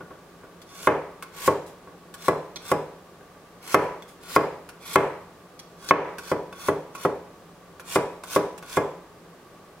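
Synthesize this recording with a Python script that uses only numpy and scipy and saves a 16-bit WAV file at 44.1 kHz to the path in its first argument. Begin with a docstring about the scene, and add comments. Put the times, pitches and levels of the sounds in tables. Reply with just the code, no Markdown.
"""A chef's knife slices garlic on a wooden board in a small kitchen, close to the microphones.
On each stroke, bursting garlic cells crunch ever louder, then the knife knocks on the board.
Random clicks make the crunch; dying sines make the ringing board and blade.
Small bites, rubs and soft thuds fall around the strokes. Fading noise is the room's answer.
Behind it all, a wavering tone is an appliance's hum and steady noise is the room's air."""
import sys
import numpy as np
from scipy import signal
from scipy.fft import rfft, irfft
from scipy.io import wavfile
from scipy.ndimage import uniform_filter1d

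SR = 44100
rng = np.random.default_rng(int(sys.argv[2]) if len(sys.argv) > 2 else 0)


def pcm_store(signal):
    """Save signal as 16-bit PCM."""
    levels = np.round(np.clip(np.atleast_2d(signal), -1, 1) * 32767)
    wavfile.write(sys.argv[1], SR, levels.astype(np.int16).T)


N = 432180  # length in samples
TIME = np.arange(N) / SR  # seconds

# Knife strokes; crunch and crack are relative levels, before colouring:
# [knock t/s, push on the board level/dB, cut length t/s, crunch at its end level/dB,
#  crack as the clove parts level/dB]
STROKES = [(.8720, 4.5, 0.21, -42.5, -29), (1.4776, 2, .16, -34, -37), (2.2820, 2, .12, -40.5, -27),
           (2.7160, 1.5, .12, -38, -25), (3.744, 5.5, 0.14, -36.5, -19), (4.3622, 4, .16, -37.5, -23),
           (4.9577, 5.5, .16, -36, -24.5), (5.9093, 6.5, .14, -43.5, -44), (6.3158, .5, .15, -43, -44),
           (6.6844, 1, .15, -40, -48), (7.0499, 1, .13, -43.5, -52), (7.9577, 2.5, 0.12, -33.5, -33),
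           (8.3611, 2, .115, -32.5, -37), (8.7704, 2, .14, -38, -26.5)]
# The edge bites into a clove's skin; levels are relative:
# [t/s, crackle level/dB, blade ring level/dB, centre of the ring f/Hz]
SKIN_BITES = [(0.6167, -48, -50.5, 4300), (1.2243, -38.5, -36, 1160), (2.14, -39.5, -43.5, 1400),
              (2.5593, -42.5, -31.5, 4130), (4.0228, -50.5, -47.5, 3200), (4.69, -44, -41.5, 1460),
              (5.592, -46.5, -43, 6100), (5.8883, -33, -29, 5840), (6.1833, -38, -33.5, 1600),
              (6.5263, -49.5, -41.5, 1840), (6.9504, -40, -36.5, 1390), (7.797, -42.5, -39.5, 1160),
              (8.2359, -39.5, -34.5, 1430), (8.5786, -43.5, -47, 1500), (8.626, -48, -39, 1440)]
# Soft thuds: the first row is the fading thud of an earlier knock,
# in the others fingers nudge clove and blade on the board: [t/s, push level/dB]
SOFT_THUDS = [(.006, -16.5), (.107, -18), (.434, -22), (1.872, -21), (3.2075, -27)]


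def cutting(blade_db=-43, blade_follows=0.61, release_s=0.0087, entry_s=0.015, crack_s=0.0015):
    """Garlic tears ever louder as the edge sinks in, and cracks as the edge meets the wood."""
    swell_db, swell_bend = 23.5, 1.26  # the rise is quick at first, then levels off towards the knock
    sound = np.zeros((2, N))
    t = TIME[:SR // 4]
    for knock_s, _, length_s, crunch_db, crack_db in STROKES:
        to_go = np.maximum(1 - t / length_s, 0)  # share of the cut still ahead
        after_s = np.maximum(t - length_s, 0)
        level_db = crunch_db - swell_db * to_go ** swell_bend
        gate = (1 - np.exp(-t / entry_s)) * np.exp(-after_s / release_s)
        crack = amp(crack_db) * (t > length_s) * np.exp(-after_s / crack_s)
        tear = amp(5) * (gate * amp(level_db) + crack)
        # the blade's ring grows less steeply than the crunch
        shake = gate * amp(blade_db + blade_follows * (level_db + 42.5))
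        stroke = cut(tear, shake, centre_hz=1530, octaves=9.0, clump_db=3.0)
        add(sound, knock_s - length_s, stroke)
    return sound


def cut(tear, shake, centre_hz, octaves, clump_db=1.5, shared=0.99):
    """Cells burst in clumps and set the blade ringing, most strongly in the modes near centre_hz."""
    # The blade held in the clove, relative levels; time to fall by 60 dB: [f/Hz, level/dB, t/s]
    blade_modes = [(1127, -2, 0.053), (1390, -13, 0.012), (1448, 3, 0.017), (2220, -0.5, 0.012),
                   (2490, -2.5, 0.011), (3450, 2, 0.017), (4260, 3.5, 0.0065), (5700, 7, 0.0036)]
    # Spectrum of tearing garlic cells, relative, per Hz: [f/Hz, level/dB]
    crunch_spectrum = [(100, -20), (450, -3), (800, -6.5), (1800, 0.5), (4000, -1.5), (5600, -1),
                       (8000, -1.5), (10500, -1.5), (13000, -5.5), (16000, -9)]
    size = len(tear)
    modes = []
    for hz, db, t60 in blade_modes:
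        distance = np.log2(hz / centre_hz) / octaves
        modes.append((hz, db - 6 * distance ** 2, t60))
    steel = ring(modes, rise_s=0.00005)
    steel = steel / np.linalg.norm(steel[0])
    sound = through(shake * bursts(size, per_s=12000, spread_db=0.4), steel)

    slow_noise = unit(uniform_filter1d(rng.standard_normal(size), size=180))
    clumps = unit(amp(clump_db * slow_noise))
    # the blade shades each microphone from the cells on its far face
    both, left, right = (bursts(size, per_s=5000, spread_db=1.0) for _ in range(3))
    clicks = unit(shared * both + np.array([left, right]))
    cells = colour(tear * clumps * clicks, crunch_spectrum)
    add(sound, 0, amp(2.0) * through(cells, worktop(scatter_db=3.5, t60=0.033)))
    return sound


def bursts(size, per_s, spread_db):
    """Cells burst at random, as clicks of uneven size."""
    loudness = amp(spread_db * np.minimum(rng.exponential(1, size), 4))
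    clicks = loudness * rng.standard_normal(size)
    return unit(clicks * (rng.random(size) < per_s / SR))


def worktop(scatter_db, t60):
    """The direct sound is joined by quick scatter off board, hand and blade; energy is 1 in all."""
    t = TIME[:SR // 32]
    scatter = unit(diffuse(size=len(t)) * amp(-60 * t / t60))
    response = amp(scatter_db) * scatter / np.sqrt(len(t))
    response[:, 0] += 1  # the direct sound
    return response / np.linalg.norm(response[0])


def knocks(low_cut_hz=70, order=3):
    """The board rings under each push; nearby surfaces and then the room throw it back."""
    # The board with the knife on it, relative levels; time to fall by 60 dB: [f/Hz, level/dB, t/s]
    board_modes = [(99.7, -32.5, 0.21), (149, -37, 0.4), (169.7, -24.5, 0.12), (303.4, -22.5, 0.248),
                   (389, -22.5, 0.13), (403, -16, 0.15), (505, -28, 0.011), (545, -6.5, 0.04),
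                   (611.6, -18.5, 0.11), (672.3, -27.5, 0.29), (706.6, -9.5, 0.029), (853, -20.5, 0.16),
                   (999, -24, 0.5), (1085, 1, 0.026), (1127, -10, 0.084), (1250, 0, 0.0071),
                   (1237.5, -16, 0.09), (1372, -0.5, 0.021), (1640, -14, 0.065), (1718, -20, 0.15),
                   (2058, -11.5, 0.066), (2233, 2, 0.012), (2497, -16, 0.093), (3073, -18, 0.077),
                   (3457, -11.5, 0.035)]
    # Spectrum of the knock sent out into the room, relative, per Hz: [f/Hz, level/dB]
    room_spectrum = [(40, -22), (80, -12), (135, -3.5), (245, -12), (330, -1.5), (450, 25.5), (640, -10.5),
                     (850, 5), (1060, 3), (1400, -2.5), (2200, -2), (3000, -8.5), (5000, -26), (12000, -73)]
    # Echoes off worktop, cupboards and walls, relative to the direct knock: [delay t/ms, level/dB]
    knock_echoes = [(5.5, -18), (11.9, -18.5), (20.4, -25), (27.5, -18.5), (46.5, -19.5), (71.5, -22.5)]
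    bite_push_db = 10  # a bite's push on the board, above its blade ring
    contact_ms, harden = 0.24, 1.38  # contact of a 0 dB chop; dB it shortens for each dB of push
    force = np.zeros(N)
    direct = np.zeros((2, N))
    bites = [(s, ring_db + bite_push_db) for s, _, ring_db, _ in SKIN_BITES]
    for s, push_db in bites + SOFT_THUDS:
        add(force, s, amp(push_db) * blow(contact_ms=0.47))
    add(direct, 0, through(force, ring(board_modes, rise_s=0.0013)))
    for s, push_db, *_ in STROKES:
        # a harder chop is shorter and brighter
        push = amp(push_db) * blow(contact_ms * amp(-harden * push_db))
        add(force, s, push)
        add(direct, s, through(push, ring(board_modes, rise_s=0.0019)))
    sound = direct + amp(34) * through(force, kitchen(room_spectrum, build_s=0.014))
    for delay_ms, db in knock_echoes:
        add(sound, delay_ms / 1000, amp(db) * direct)
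    # a small board cannot radiate deep bass
    high_pass = signal.butter(order, low_cut_hz, "high", fs=SR, output="sos")
    return signal.sosfilt(high_pass, sound)


def blow(contact_ms):
    """A smooth push of area 1 peaks after contact_ms, then fades; a longer contact is duller."""
    u = np.arange(1500) / SR * 1e3 / contact_ms
    force = u * np.exp(-u)
    return force / force.sum()


def ring(modes, rise_s, apart=0.21, vary_db=1.76, detune=0.01924):
    """Dying sines swell briefly, each strike varying a little in their strength and pitch."""
    t = TIME[:SR // 4]
    hz, db, t60 = np.transpose(modes)[:, :, None]
    hz = hz * (1 + detune * rng.standard_normal(hz.shape))
    # high modes reach the two microphones further out of step
    lag = apart * hz / 1000 * rng.choice([-1, 1], hz.shape)
    level_db = db + vary_db * rng.standard_normal(hz.shape) - 60 * t / t60
    size = amp(level_db) * (1 - np.exp(-t / rise_s))
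    return np.array([(size * np.sin(2 * np.pi * hz * t + side * lag)).sum(0) for side in (-1, 1)])


def touches(snap_s=0.00092):
    """A bite is a sharp snap, then a short scrape; a rub is a soft hiss; a thud only stirs the blade."""
    # The flat of the blade rubs along a clove, relative levels: [t/s, crackle level/dB]
    blade_rubs = [(1.664, -50), (4.078, -51)]
    bite_s, rub_s, thud_s = 0.014, 0.052, 0.016  # how quickly each dies away
    thud_ring_db, thud_hz = -24, 1170  # blade ring relative to the push; centre of the ring
    sound = np.zeros((2, N))
    t = TIME[:SR // 4]
    still = np.zeros(len(t))
    bite = np.exp(-t / snap_s) + np.exp(-(t / bite_s) ** 2)
    for s, crackle_db, ring_db, centre_hz in SKIN_BITES:
        tear, shake = amp(crackle_db) * bite, amp(ring_db) * bite
        add(sound, s, cut(tear, shake, centre_hz, octaves=0.93, clump_db=-1.0))
    for s, crackle_db in blade_rubs:
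        tear = amp(crackle_db) * np.exp(-(t / rub_s) ** 2)
        add(sound, s, cut(tear, still, thud_hz, octaves=1))
    for s, push_db in SOFT_THUDS:
        shake = amp(push_db + thud_ring_db) * np.exp(-t / thud_s)
        add(sound, s, cut(still, shake, thud_hz, octaves=0.5))
    return sound


def kitchen(spectrum, build_s):
    """The room's tail for a source of this spectrum builds up, then each band dies at its own speed."""
    # How long the room takes to fall by 60 dB: [f/Hz, t/s]
    room_fade = [(100, 0.12), (400, 0.53), (1000, 0.59), (2500, 0.59), (6000, 0.56), (14000, 0.38)]
    hz, t, z = signal.stft(diffuse(size=SR), SR, nperseg=256)
    z = z * amp(read(spectrum, hz)[:, None] - 60 * t / read(room_fade, hz)[:, None])
    tail = signal.istft(z, SR, nperseg=256)[1][:, :SR]
    build = 1 - np.exp(-(TIME[:SR] / build_s) ** 2)
    return tail * build / np.sqrt(SR)


def diffuse(size):
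    """White noise comes from all sides to two close microphones: alike in the bass, not in the treble."""
    # Left-right likeness of sound from all sides: [f/Hz, likeness/1]
    likeness = [(60, 0.91), (300, 0.96), (700, 0.88), (1400, 0.79), (3000, 0.18), (7000, 0.022)]
    mid, side = rfft(rng.standard_normal((2, size)))
    alike = np.clip(read(likeness, np.fft.rfftfreq(size, 1 / SR)), 0, .995)
    mid = mid * np.sqrt((1 + alike) / 2)
    side = side * np.sqrt((1 - alike) / 2)
    return irfft([mid + side, mid - side], size)


def hum(waver_hz=2.25, flutter=0.19, stop_s=0.085):
    """An appliance drones on one tone, wavering in pitch and level, then stops."""
    hum_hz, hum_db, fade_start_s = 174.6, -59.5, 9.35
    knots = np.linspace(0, TIME[-1], 150)
    drift, swell = (np.interp(TIME, knots, row) for row in rng.standard_normal((2, len(knots))))
    turns = np.cumsum(hum_hz + waver_hz * drift) / SR
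    running = np.clip((fade_start_s - TIME) / stop_s + 1, 0, 1)
    level = np.sqrt(2) * amp(hum_db) * running * (1 + flutter * swell)
    return level * np.sin(2 * np.pi * turns)


def air(level_db=-49.5):
    """The room's air is steady noise from all sides, coloured by a spectrum."""
    # Spectrum of the room's air, relative, per Hz: [f/Hz, level/dB]
    air_spectrum = [(15, -46), (25, -16), (84, -8.5), (140, -9), (169, 0.5), (204, -8.5), (240, -7.5),
                    (340, -5.5), (399, -3.5), (1050, -13), (1140, -4.5), (1340, -17.5), (1450, -14),
                    (2120, -20.5), (15500, -33.5)]
    return amp(level_db) * unit(colour(diffuse(size=N), air_spectrum))


def amp(db):
    """Turns decibels into a gain."""
    return 10 ** (np.asarray(db) / 20)


def unit(x):
    """Scales to an rms (average strength) of 1."""
    return x / np.sqrt(np.mean(x ** 2) + 1e-20)


def read(points, hz):
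    """Reads values between a curve's points, on a log-frequency axis."""
    f, value = np.transpose(points)
    return np.interp(np.log(hz + 1), np.log(f + 1), value)


def add(mix, s, sound):
    """Mixes a sound in at time s, in seconds."""
    part = mix[..., max(round(s * SR), 0):][..., :sound.shape[-1]]
    part += sound[..., :part.shape[-1]]


def colour(x, points):
    """Filters a sound by a spectrum in dB."""
    size = x.shape[-1]
    gain = amp(read(points, np.fft.rfftfreq(size, 1 / SR)))
    return irfft(rfft(x) * gain, size)


def through(x, response):
    """Passes a sound through a one- or two-channel response."""
    return signal.fftconvolve(np.atleast_2d(x), np.atleast_2d(response), axes=1)[:, :N]


def scene():
    """Crunch and knocks sound near and through the room, over the hum and the air."""
    crunch = cutting() + touches()
    crunch_spectrum = [(1000, 10.8), (5000, 5.9), (15000, 1.9)]  # sent into the room: [f/Hz, level/dB]
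    crunch_room = through(crunch, kitchen(crunch_spectrum, build_s=0.0064))
    return knocks() + crunch + crunch_room + hum() + air()


def record(dry, threshold_db=-4.0, recover_db_per_s=55, edge_hz=15900):
    """A limiter ducks the hardest knocks and lets their tails swell back; then clipping and a low-pass."""
    level_db = 20 * np.log10(abs(dry).max(0) + 1e-9)
    over_db = np.maximum(level_db - threshold_db, 0)
    fall = TIME * recover_db_per_s
    held_db = np.maximum.accumulate(over_db + fall) - fall  # jumps up at once, falls steadily
    duck_db = signal.lfilter(np.ones(100) / 100, 1, held_db)  # smoothed over 100 samples
    low_pass = signal.firwin(511, edge_hz, window=("kaiser", 9), fs=SR)
    clipped = np.clip(dry * amp(-duck_db), -1, 1)
    return signal.oaconvolve(clipped, low_pass[None], "same")


dry = scene()
out = record(dry)
pcm_store(out)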